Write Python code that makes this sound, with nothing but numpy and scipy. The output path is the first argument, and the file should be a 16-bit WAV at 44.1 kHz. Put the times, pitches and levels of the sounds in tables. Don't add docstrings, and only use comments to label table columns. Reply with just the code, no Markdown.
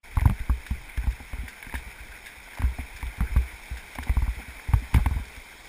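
import sys
import numpy as np
from scipy import signal
from scipy.io import wavfile
from scipy.ndimage import uniform_filter1d

SR = 44100
rng = np.random.default_rng(int(sys.argv[2]) if len(sys.argv) > 2 else 0)


def unload_wav(signal):
    wavfile.write(
        sys.argv[1],
        SR,
        np.round(np.clip(np.atleast_2d(signal).T, -1, 1) * 32767).astype(np.int16),
    )


def level_to_linear(level):
    exponent = np.asarray(level, float) / 20
    return 10 ** exponent


N = 250488


def evened(x):
    return x / np.sqrt(np.mean(x ** 2) + 1e-20)


def add(mix, start_s, sound):
    part = mix[round(start_s * SR):][:len(sound)]
    part += sound[:len(part)]


def resonate(x, hz, width_hz):
    radius = np.exp(-np.pi * width_hz / SR)
    turn = np.exp(2j * np.pi * hz / SR)
    return 2 * signal.lfilter([1 - radius], [1, -radius * turn], x).real


def ring(x, modes):
    total = 0
    for k, (hz, width_hz, level_db) in enumerate(modes):
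        mode = resonate(resonate(x, hz, width_hz), hz, 2 * width_hz)
        total = total + (-1) ** k * level_to_linear(level_db) * mode
    return total


def noise_field(points, patchy_db, flicker_db, size):
    frames = 4 * N // size + 5
    bin_hz = np.fft.rfftfreq(size, 1 / SR)
    real, imag, patches = rng.standard_normal((frames, len(bin_hz), 3)).T
    patches = uniform_filter1d(patches, size=5, axis=0)
    patches = evened(uniform_filter1d(patches, size=9, axis=1))
    flicker = evened(uniform_filter1d(rng.standard_normal(frames), size=3))
    hz, level_db = np.transpose(points)
    field_db = np.interp(np.log(bin_hz + 1), np.log(hz + 1), level_db)[:, None]
    field_db = field_db + patchy_db * patches + flicker_db * flicker
    spectra = (real + 1j * imag) * level_to_linear(field_db)
    return evened(signal.istft(spectra, nperseg=size, noverlap=3 * size // 4)[1][:N])


# pitch_hz, width_hz, level_db
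SHELL_MODES = [
    (640, 940, -7),
    (883, 325, 11),
    (1060, 520, -0.5),
    (1565, 243, 5.5),
]
# pitch_hz, width_hz, level_db
UPPER_MODES = [
    (2072, 496, 5.5),
    (2330, 210, -2.5),
]


def splashes(per_s, spread_db):
    modes = SHELL_MODES[-1:] + UPPER_MODES
    size = level_to_linear(spread_db * np.minimum(rng.exponential(1, N), 3)) * (rng.random(N) < per_s / SR)
    which = rng.integers(0, len(modes), N) == np.arange(len(modes))[:, None]
    decay = np.exp(-1 / (0.02 * SR))
    bursts = rng.standard_normal(N) * signal.lfilter([1], [1, -decay], size * which)
    return evened(sum(ring(burst, [mode]) for burst, mode in zip(bursts, modes)))


# start_s, level_db
ROAR_LEVEL = [(0.03, -46), (0.82, -45), (1.3, -45.5), (1.6, -44.5), (2.37, -45.5), (3.35, -42.5),
              (3.77, -44.5), (4.3, -43.5), (4.9, -43), (5.4, -46), (5.68, -45.5)]
# pitch_hz, level_db [dB per Hz]
ROAR_SPECTRUM = [(180, -26), (300, 2), (330, -12.5), (505, -5.5), (572, -30), (636, -1), (749, -11.5),
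                 (786, -5.5), (908, -1.5), (1120, -12), (1390, -5), (1730, -7), (2270, 4), (2800, -10.5),
                 (3000, -48), (3900, -63), (6600, -120)]
# pitch_hz, level_db [dB per Hz]
SPRAY_SPECTRUM = [(1650, -3.5), (2800, -51), (2980, -0.5), (3430, -1.5), (3700, 0), (4090, -8),
                  (4910, -6.5), (5070, -3.5), (5310, -1.5), (5880, -8), (5950, -20), (7740, -40),
                  (13100, -120)]
# pitch_hz, level_db [dB per Hz]
RUMBLE_SPECTRUM = [(11, -32), (18, 5), (54, 8.5), (68, -40), (87, -14), (108, -5), (145, -14), (220, -12.5),
                   (236, -36), (305, -25), (450, -16.5), (580, -45), (990, -120)]


def river(handling):
    t = np.arange(N) / SR
    roar_db = np.interp(t, *np.transpose(ROAR_LEVEL))
    spray_db = -58 + 0.21 * (roar_db + 43.5) + 0.46 * t
    grip_s, grip_follows = 0.012, 0.65
    smooth = 1 / (grip_s * SR)
    effort = signal.lfilter([smooth], [1, smooth - 1], evened(handling) ** 2)
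    grip = level_to_linear(-56.5) + level_to_linear(-45.5) * effort ** (grip_follows / 2)
    roar = noise_field(ROAR_SPECTRUM, 0.93, 0.78, size=512) + level_to_linear(-5.0) * splashes(200, 6.6)
    spray = noise_field(SPRAY_SPECTRUM, 1.26, 0.22, size=512)
    rumble = noise_field(RUMBLE_SPECTRUM, 2.6, 1.6, size=2048)
    return level_to_linear(roar_db - 2.5) * roar + level_to_linear(spray_db + 3.5) * spray + level_to_linear(3.5) * grip * rumble


def knock(blow_db, wobble_db, hz, t60_s):
    blow_hz, blow_t60_s = 98.4, 0.028
    t = np.arange(round(0.5 * SR)) / SR
    turns = hz * (t + 0.0024 * (1 - np.exp(-t / 0.0016)))
    wobble = (1 - np.exp(-t / 0.0061)) * level_to_linear(-60 * t / max(t60_s, 0.03)) * np.sin(2 * np.pi * turns)
    blow = (1 - np.exp(-t / 0.013)) * level_to_linear(-60 * t / blow_t60_s) * np.sin(2 * np.pi * blow_hz * t)
    return level_to_linear(wobble_db + 8.5) * wobble + level_to_linear(blow_db + 7.5) * blow


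def thud(peak_db, hz):
    t60_s = 0.065
    t = np.arange(round(0.2 * SR)) / SR
    return level_to_linear(peak_db - 60 * t / t60_s) * (1 - np.exp(-t / 0.0015)) ** 2 * np.sin(2 * np.pi * hz * t)


def heave(peak_db, hz):
    turns = hz * np.arange(round(0.1 * SR)) / SR
    u = turns / 0.68
    swell = (u * np.exp(1 - u)) ** 2 * np.exp(-(turns / 1.8) ** 2)
    return level_to_linear(peak_db) * swell * np.sin(2 * np.pi * turns)


# start_s, blow_db, wobble_db, wobble_hz, thud_db
CLAMPED_KNOCKS = [(0.169, -35, -24, 49.5, -28), (0.255, -25, -26, 70, -18), (0.298, -7.5, -22, 90.5, -46),
                  (0.3124, -22, -20, 50, -48), (1.434, -44, -31.5, 78, -33.5), (2.595, -39, -32, 63, -32),
                  (3.2245, -30, -20.5, 56.6, -33.5), (3.535, -56, -37.5, 51.4, -66),
                  (4.168, -43, -12, 57.7, -30.5), (4.734, -27, -28, 50, -25.5),
                  (4.932, -42, -23, 45.4, -40), (5.11, -33, -17.5, 68, -34)]
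# start_s, blow_db, wobble_db, wobble_hz, thud_db
LOOSE_KNOCKS = [(0.709, -13.5, -22.5, 62.5, -38), (1.071, -43, -16.5, 57, -32),
                (1.668, -29, -41, 52.4, -37), (3.183, -40, -48, 75.4, -38), (3.2056, -12, -21.5, 60.7, -44),
                (4.07, -31, -59, 75.4, -31.5), (4.278, -44, -20, 54.7, -33.5), (4.398, -53, -53, 46, -36.5),
                (4.481, -38, -34.5, 62, -40), (4.984, -36, -31, 45, -42), (5.161, -18, -24, 67.3, -34),
                (5.197, -36, -27, 49.6, -36.5)]
# start_s, blow_db, wobble_db, wobble_hz, thud_db
FREE_KNOCKS = [(0.495, -17, -18.5, 60.3, -26.5), (1.385, -49, -28.5, 54.4, -60),
               (1.741, -42, -30, 61.8, -29), (2.636, -21, -18, 61, -30.5), (3.3128, -30, -26, 49.6, -44),
               (3.362, -5, -16, 61.6, -37), (3.712, -25, -29.5, 59, -47), (3.985, -52, -33, 68, -26),
               (4.822, -52, -36.5, 59, -32.5), (0.115, -55, -43, 49.5, -62), (0.141, -60, -39, 55, -57),
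               (5.27, -60, -42.5, 55, -66), (5.501, -60, -57, 55, -56), (5.591, -60, -54, 52.5, -57)]
# start_s, blow_db, wobble_db, wobble_hz, thud_db
CLAMPED_TUGS = [(0.2172, -41, -18.5, 63, -33), (0.276, -15, -22.5, 46.4, -39),
                (0.402, -55, -27.5, 53, -37.5), (1.037, -26, -35, 68.5, -35),
                (1.202, -52, -37.5, 63.6, -35), (1.332, -46, -27, 49, -33), (1.863, -60, -36.5, 53.3, -64),
                (2.62, -40, -38, 75, -30.5), (2.948, -61, -38.5, 52, -60), (3.028, -34, -27.5, 53, -33),
                (4.095, -44, -15.5, 56.5, -27.5), (4.222, -43, -17, 50, -30), (4.687, -36, -22.5, 57, -37),
                (4.9467, -4, -18, 71, -16.5), (4.9625, -9, -24, 71.4, -36), (5.06, -35, -16.5, 65, -20.5),
                (5.371, -58, -39, 55, -38.5)]
# start_s, blow_db, wobble_db, wobble_hz, thud_db
LOOSE_TUGS = [(0.976, -25, -23.5, 53.7, -33.5), (1.619, -70, -58, 64, -58), (2.003, -51, -40, 51, -63),
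              (2.091, -54, -44, 53, -60), (2.364, -53, -48, 59.5, -58), (2.79, -29, -29, 62.3, -26),
              (3.059, -46, -31.5, 50.5, -63), (3.958, -43, -45, 44.2, -57), (4.37, -48, -33, 56, -60),
              (4.7585, -20, -24, 54.3, -55), (5.003, -39, -23.5, 54.7, -55), (5.149, -24, -30, 48.2, -55)]
# start_s, peak_db, pitch_hz
DEEP_THUDS = [
    (0.273, -23.5, 198),
    (0.293, -18.5, 197),
    (0.3087, -24.5, 198),
    (0.7107, -25, 210),
    (3.2072, -17.5, 182),
    (3.222, -39, 190),
    (3.362, -24, 196),
    (4.96, -30, 198),
    (4.979, -23, 192),
    (5.198, -43, 198),
]
# start_s, peak_db, pitch_hz
SHOVES = [
    (0.1688, -12.5, 76),
    (0.16, -22, 38),
    (4.745, -20, 47),
    (0.2546, -5, 88),
    (4.7345, -6.5, 89),
    (2.594, -26.5, 72),
]
# start_s, peak_db, pitch_hz
YANKS = [
    (3.179, -28, 75),
    (3.294, -32, 60),
    (3.3075, -32, 120),
    (2.6195, -26, 72),
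    (4.9461, -13.5, 150),
    (4.963, -9, 81.5),
    (4.9808, -19, 130),
]


def housing():
    wall_hz, thud_lead_s = 249.2, 0.0022
    mix = np.zeros(N)
    for way, t60_s, table in ((0.84, 0.095, CLAMPED_KNOCKS), (0.98, 0.14, LOOSE_KNOCKS), (1, 0.22, FREE_KNOCKS),
                              (-1.43, 0.08, CLAMPED_TUGS), (-1.29, 0.15, LOOSE_TUGS)):
        for start_s, blow_db, wobble_db, hz, thud_db in table:
            add(mix, start_s, way * knock(blow_db, wobble_db, hz, t60_s))
            add(mix, start_s - thud_lead_s, thud(thud_db, wall_hz))
    for start_s, peak_db, hz in DEEP_THUDS:
        add(mix, start_s, thud(peak_db, hz))
    for way, table in ((0.98, SHOVES), (-0.88, YANKS)):
        for start_s, peak_db, hz in table:
            add(mix, start_s, way * heave(peak_db, hz))
    return mix


def rattle(noise, length_s, rise_s):
    t = np.arange(len(noise)) / SR
    return noise * (1 - np.exp(-t / rise_s)) * np.exp(-t / np.clip(length_s, 0.0006, 0.03))


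# pitch_hz, width_hz, level_db
TREBLE_MODES = [
    (1620, 310, 8.5),
    (2410, 980, 1),
    (3694, 330, 2.5),
    (4400, 500, -8),
    (5340, 790, -3.5),
]


def spatter(noise, peak_db, length_s):
    drive = rattle(noise, length_s, 0.00066)
    peak = abs(ring(drive, TREBLE_MODES[2:])).max()
    return level_to_linear(peak_db - 2.5) * ring(drive, TREBLE_MODES) / peak


def tick(noise, peak_db, hz, upper_db, length_s):
    drive = rattle(noise, length_s, 0.00011)
    drive[0] += 6.3
    near = [(f, w, db + 0.5 - 14.2 * abs(np.log2(f / hz))) for f, w, db in SHELL_MODES]
    body = ring(drive, [(hz, 320, 0)]) + ring(drive, near)
    upper = ring(drive, UPPER_MODES)
    return level_to_linear(peak_db - 1.0) * body / abs(body).max() + level_to_linear(upper_db + 2.0) * upper / abs(upper).max()


def snap(peak_db, hz, upper_db):
    push_s = 0.00007
    drive = np.exp(-((np.arange(600) / SR - 0.0002) / push_s) ** 2)
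    body = ring(drive, [(hz, 590, 0)])
    upper = ring(drive, [(2140, 680, 0)])
    return level_to_linear(peak_db) * body / abs(body).max() + level_to_linear(upper_db) * upper / abs(upper).max()


# start_s, peak_db
SPATTERS = [(0.155, -40), (0.207, -37), (0.256, -40), (0.281, -54), (0.397, -41), (0.708, -43),
            (0.973, -34.5), (1.108, -44), (1.1204, -39), (2.549, -38), (2.5731, -42), (2.584, -40),
            (2.601, -44), (3.007, -43), (3.066, -40.5), (3.169, -42), (3.368, -38.5), (3.6567, -42),
            (3.9125, -48), (3.9504, -35.5), (4.03, -37.5), (4.0345, -36), (4.688, -48), (4.94, -34),
            (4.9485, -32), (4.959, -38), (4.965, -33), (5.252, -40), (5.3482, -43), (5.363, -40)]
# start_s, peak_db, pitch_hz, upper_db
TICKS = [(0.17, -19.5, 1060, -38), (0.216, -29, 721, -32.5), (0.2552, -17.5, 910, -42),
         (0.275, -30, 670, -35), (0.297, -30, 960, -36), (0.497, -21.5, 1060, -60), (1.333, -32, 945, -41),
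         (1.725, -37, 861, -31), (1.74, -24.5, 930, -36), (2.585, -30, 720, -40), (2.6203, -33, 1000, -30),
         (2.785, -30.5, 657, -60), (3.028, -27.5, 980, -32), (3.2065, -32, 890, -37),
         (3.3631, -22.5, 1040, -35), (3.956, -30.5, 656, -35), (3.986, -22, 920, -27),
         (4.094, -24.5, 780, -29.5), (4.169, -24, 1060, -47), (4.279, -30.5, 1040, -57),
         (4.506, -51, 1000, -34), (4.7362, -20, 1010, -33), (4.942, -22.5, 990, -27),
         (4.9595, -26, 735, -31), (4.981, -31, 724, -40), (5.0612, -22.5, 980, -27.5)]
# start_s, peak_db, pitch_hz
RATTLES = [(0.18, -29, 870), (0.262, -36, 552), (0.309, -36, 566), (0.71, -39, 716), (1.037, -40, 890),
           (1.071, -34.5, 865), (1.202, -38, 690), (2.475, -39.5, 894), (2.572, -30.5, 830),
           (2.64, -34.5, 1000), (3.222, -41, 684), (4.067, -33.5, 853), (4.076, -38, 797),
           (4.22, -31.5, 850), (4.261, -36, 818), (4.388, -37, 651), (4.399, -38, 700), (4.686, -39, 720),
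           (4.991, -31.5, 730), (5.002, -40, 694), (5.109, -35, 872), (5.165, -37.5, 859),
           (5.173, -41, 552), (5.188, -37.5, 886)]
# start_s, peak_db, pitch_hz, upper_db
SNAPS = [(0.4975, -28, 520, -43), (0.7093, -33, 900, -38), (0.9755, -32, 696, -39),
         (1.0705, -33.5, 800, -44), (2.788, -33, 800, -44), (3.3625, -28, 520, -45),
         (4.9468, -28, 520, -32), (5.0604, -18.5, 1000, -22), (5.0615, -20.5, 1000, -28),
         (0.1875, -45, 900, -27), (0.2095, -43, 900, -29), (4.9427, -30, 1010, -30),
         (4.7473, -30, 900, -42), (0.2748, -40, 800, -32), (0.2979, -20, 1180, -26),
         (0.308, -34, 1000, -31), (1.333, -27, 950, -33), (1.741, -24, 1600, -32),
         (2.6199, -21.5, 980, -24), (3.2061, -20.5, 1200, -30), (3.2195, -30, 890, -45),
         (4.506, -44, 1000, -27), (4.7356, -19, 1020, -28), (4.9448, -13.5, 1090, -27),
         (4.9454, -19, 1500, -16.5), (4.9606, -32, 1000, -23), (4.9773, -35, 1000, -31),
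         (4.9806, -28, 1100, -34), (4.992, -26, 1000, -34)]
# start_s, peak_db, upper_db
CREAKS = [(0.196, -45, -28), (0.665, -32.5, -44), (0.976, -33.5, -45), (1.48, -32, -32),
          (1.627, -34, -30.5), (1.666, -34.5, -41), (1.696, -37, -36), (1.753, -22.5, -26),
          (2.174, -34, -43), (2.267, -58, -31), (2.534, -39, -36.5), (2.973, -50, -35.5),
          (3.769, -33.5, -48), (4.027, -30, -39), (4.596, -31.5, -38.5)]
# start_s, peak_db
SCRAPES = [(0.662, -37), (1.482, -38), (1.742, -38), (1.7554, -38.5), (1.775, -42), (2.2579, -35.5),
           (2.272, -44), (2.961, -37.5), (3.769, -38.5), (4.7374, -55), (5.278, -46.5)]


def shell():
    tick_s, rattle_s, creak_s, spatter_s, scrape_s = 0.003, 0.0099, 0.0027, 0.0042, 0.022
    creak_hz, rattle_upper_db = 1750, -14
    ticks = [(*row, tick_s) for row in TICKS]
    ticks += [(s, db, hz, db + rattle_upper_db, rattle_s) for s, db, hz in RATTLES]
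    ticks += [(s, db, creak_hz, upper_db, creak_s) for s, db, upper_db in CREAKS]
    hisses = [(*row, spatter_s) for row in SPATTERS] + [(*row, scrape_s) for row in SCRAPES]
    mix = np.zeros(N)
    for sound, table in ((tick, ticks), (spatter, hisses)):
        for noise, (start_s, *row) in zip(rng.standard_normal((len(table), 4000)), table):
            add(mix, start_s, sound(noise, *row))
    for start_s, *row in SNAPS:
        add(mix, start_s, snap(*row))
    return mix


# pitch_hz, width_hz, level_db
DIPS = [
    (1280, 146, -6.5),
    (2800, 310, -4.5),
]


def scene():
    handling = housing()
    mix = river(handling) + handling + shell()
    for hz, width_hz, level_db in DIPS:
        mix = mix - (1 - level_to_linear(level_db)) * resonate(mix, hz, width_hz)
    return mix[None]


def thin_treble(x):
    top_hz, top_opens_db = 15350, -46.5
    hz, t, z = signal.stft(x, SR, nperseg=1024, noverlap=768)
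    power = abs(z) ** 2
    loud_db = 10 * np.log10(uniform_filter1d(power.sum(axis=1), size=25) + 1e-12)
    drift = evened(uniform_filter1d(rng.standard_normal(len(t)), size=24))
    bar_db = -102 + 0.45 * np.maximum(loud_db + 38, 0) + 2.5 * drift
    local = uniform_filter1d(uniform_filter1d(power, size=7, axis=2), size=3, axis=1)
    heard = (local > level_to_linear(2 * bar_db)) | (hz < 3600)[:, None]
    keep = uniform_filter1d(heard * 1.0, size=3, axis=2)

    def band(mask):
        return signal.istft(z * mask, SR, nperseg=1024, noverlap=768)[1][:, :N]

    body = band(keep * (hz <= top_hz)[:, None])
    treble = band(((hz > 13000) & (hz < 15000))[:, None])
    top = band(((hz > top_hz) & (hz < 16300))[:, None])
    ticking = uniform_filter1d(treble ** 2, size=130) > level_to_linear(2 * top_opens_db)
    return body + uniform_filter1d(ticking * 1.0, size=130) * level_to_linear(-6) * top


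def band_limit(x):
    return signal.sosfilt(signal.butter(12, 16460, fs=SR, output="sos"), x)


def record(dry):
    clock_hz, hiss_db = 12000, -86
    opening = np.clip((np.arange(N) / SR - 0.028) / 0.014, 0, 1) ** 2 + level_to_linear(-69)
    slow = signal.resample_poly(dry * opening, clock_hz, SR, axis=1, window=("kaiser", 5))
    steps = np.repeat(slow, 4, axis=1)
    held = signal.resample_poly(steps, SR, 4 * clock_hz, axis=1)[:, :N]
    hiss = level_to_linear(hiss_db) * rng.standard_normal(held.shape)
    mix = thin_treble(held + hiss)
    return band_limit(mix)


dry = scene()
out = record(dry)
unload_wav(out)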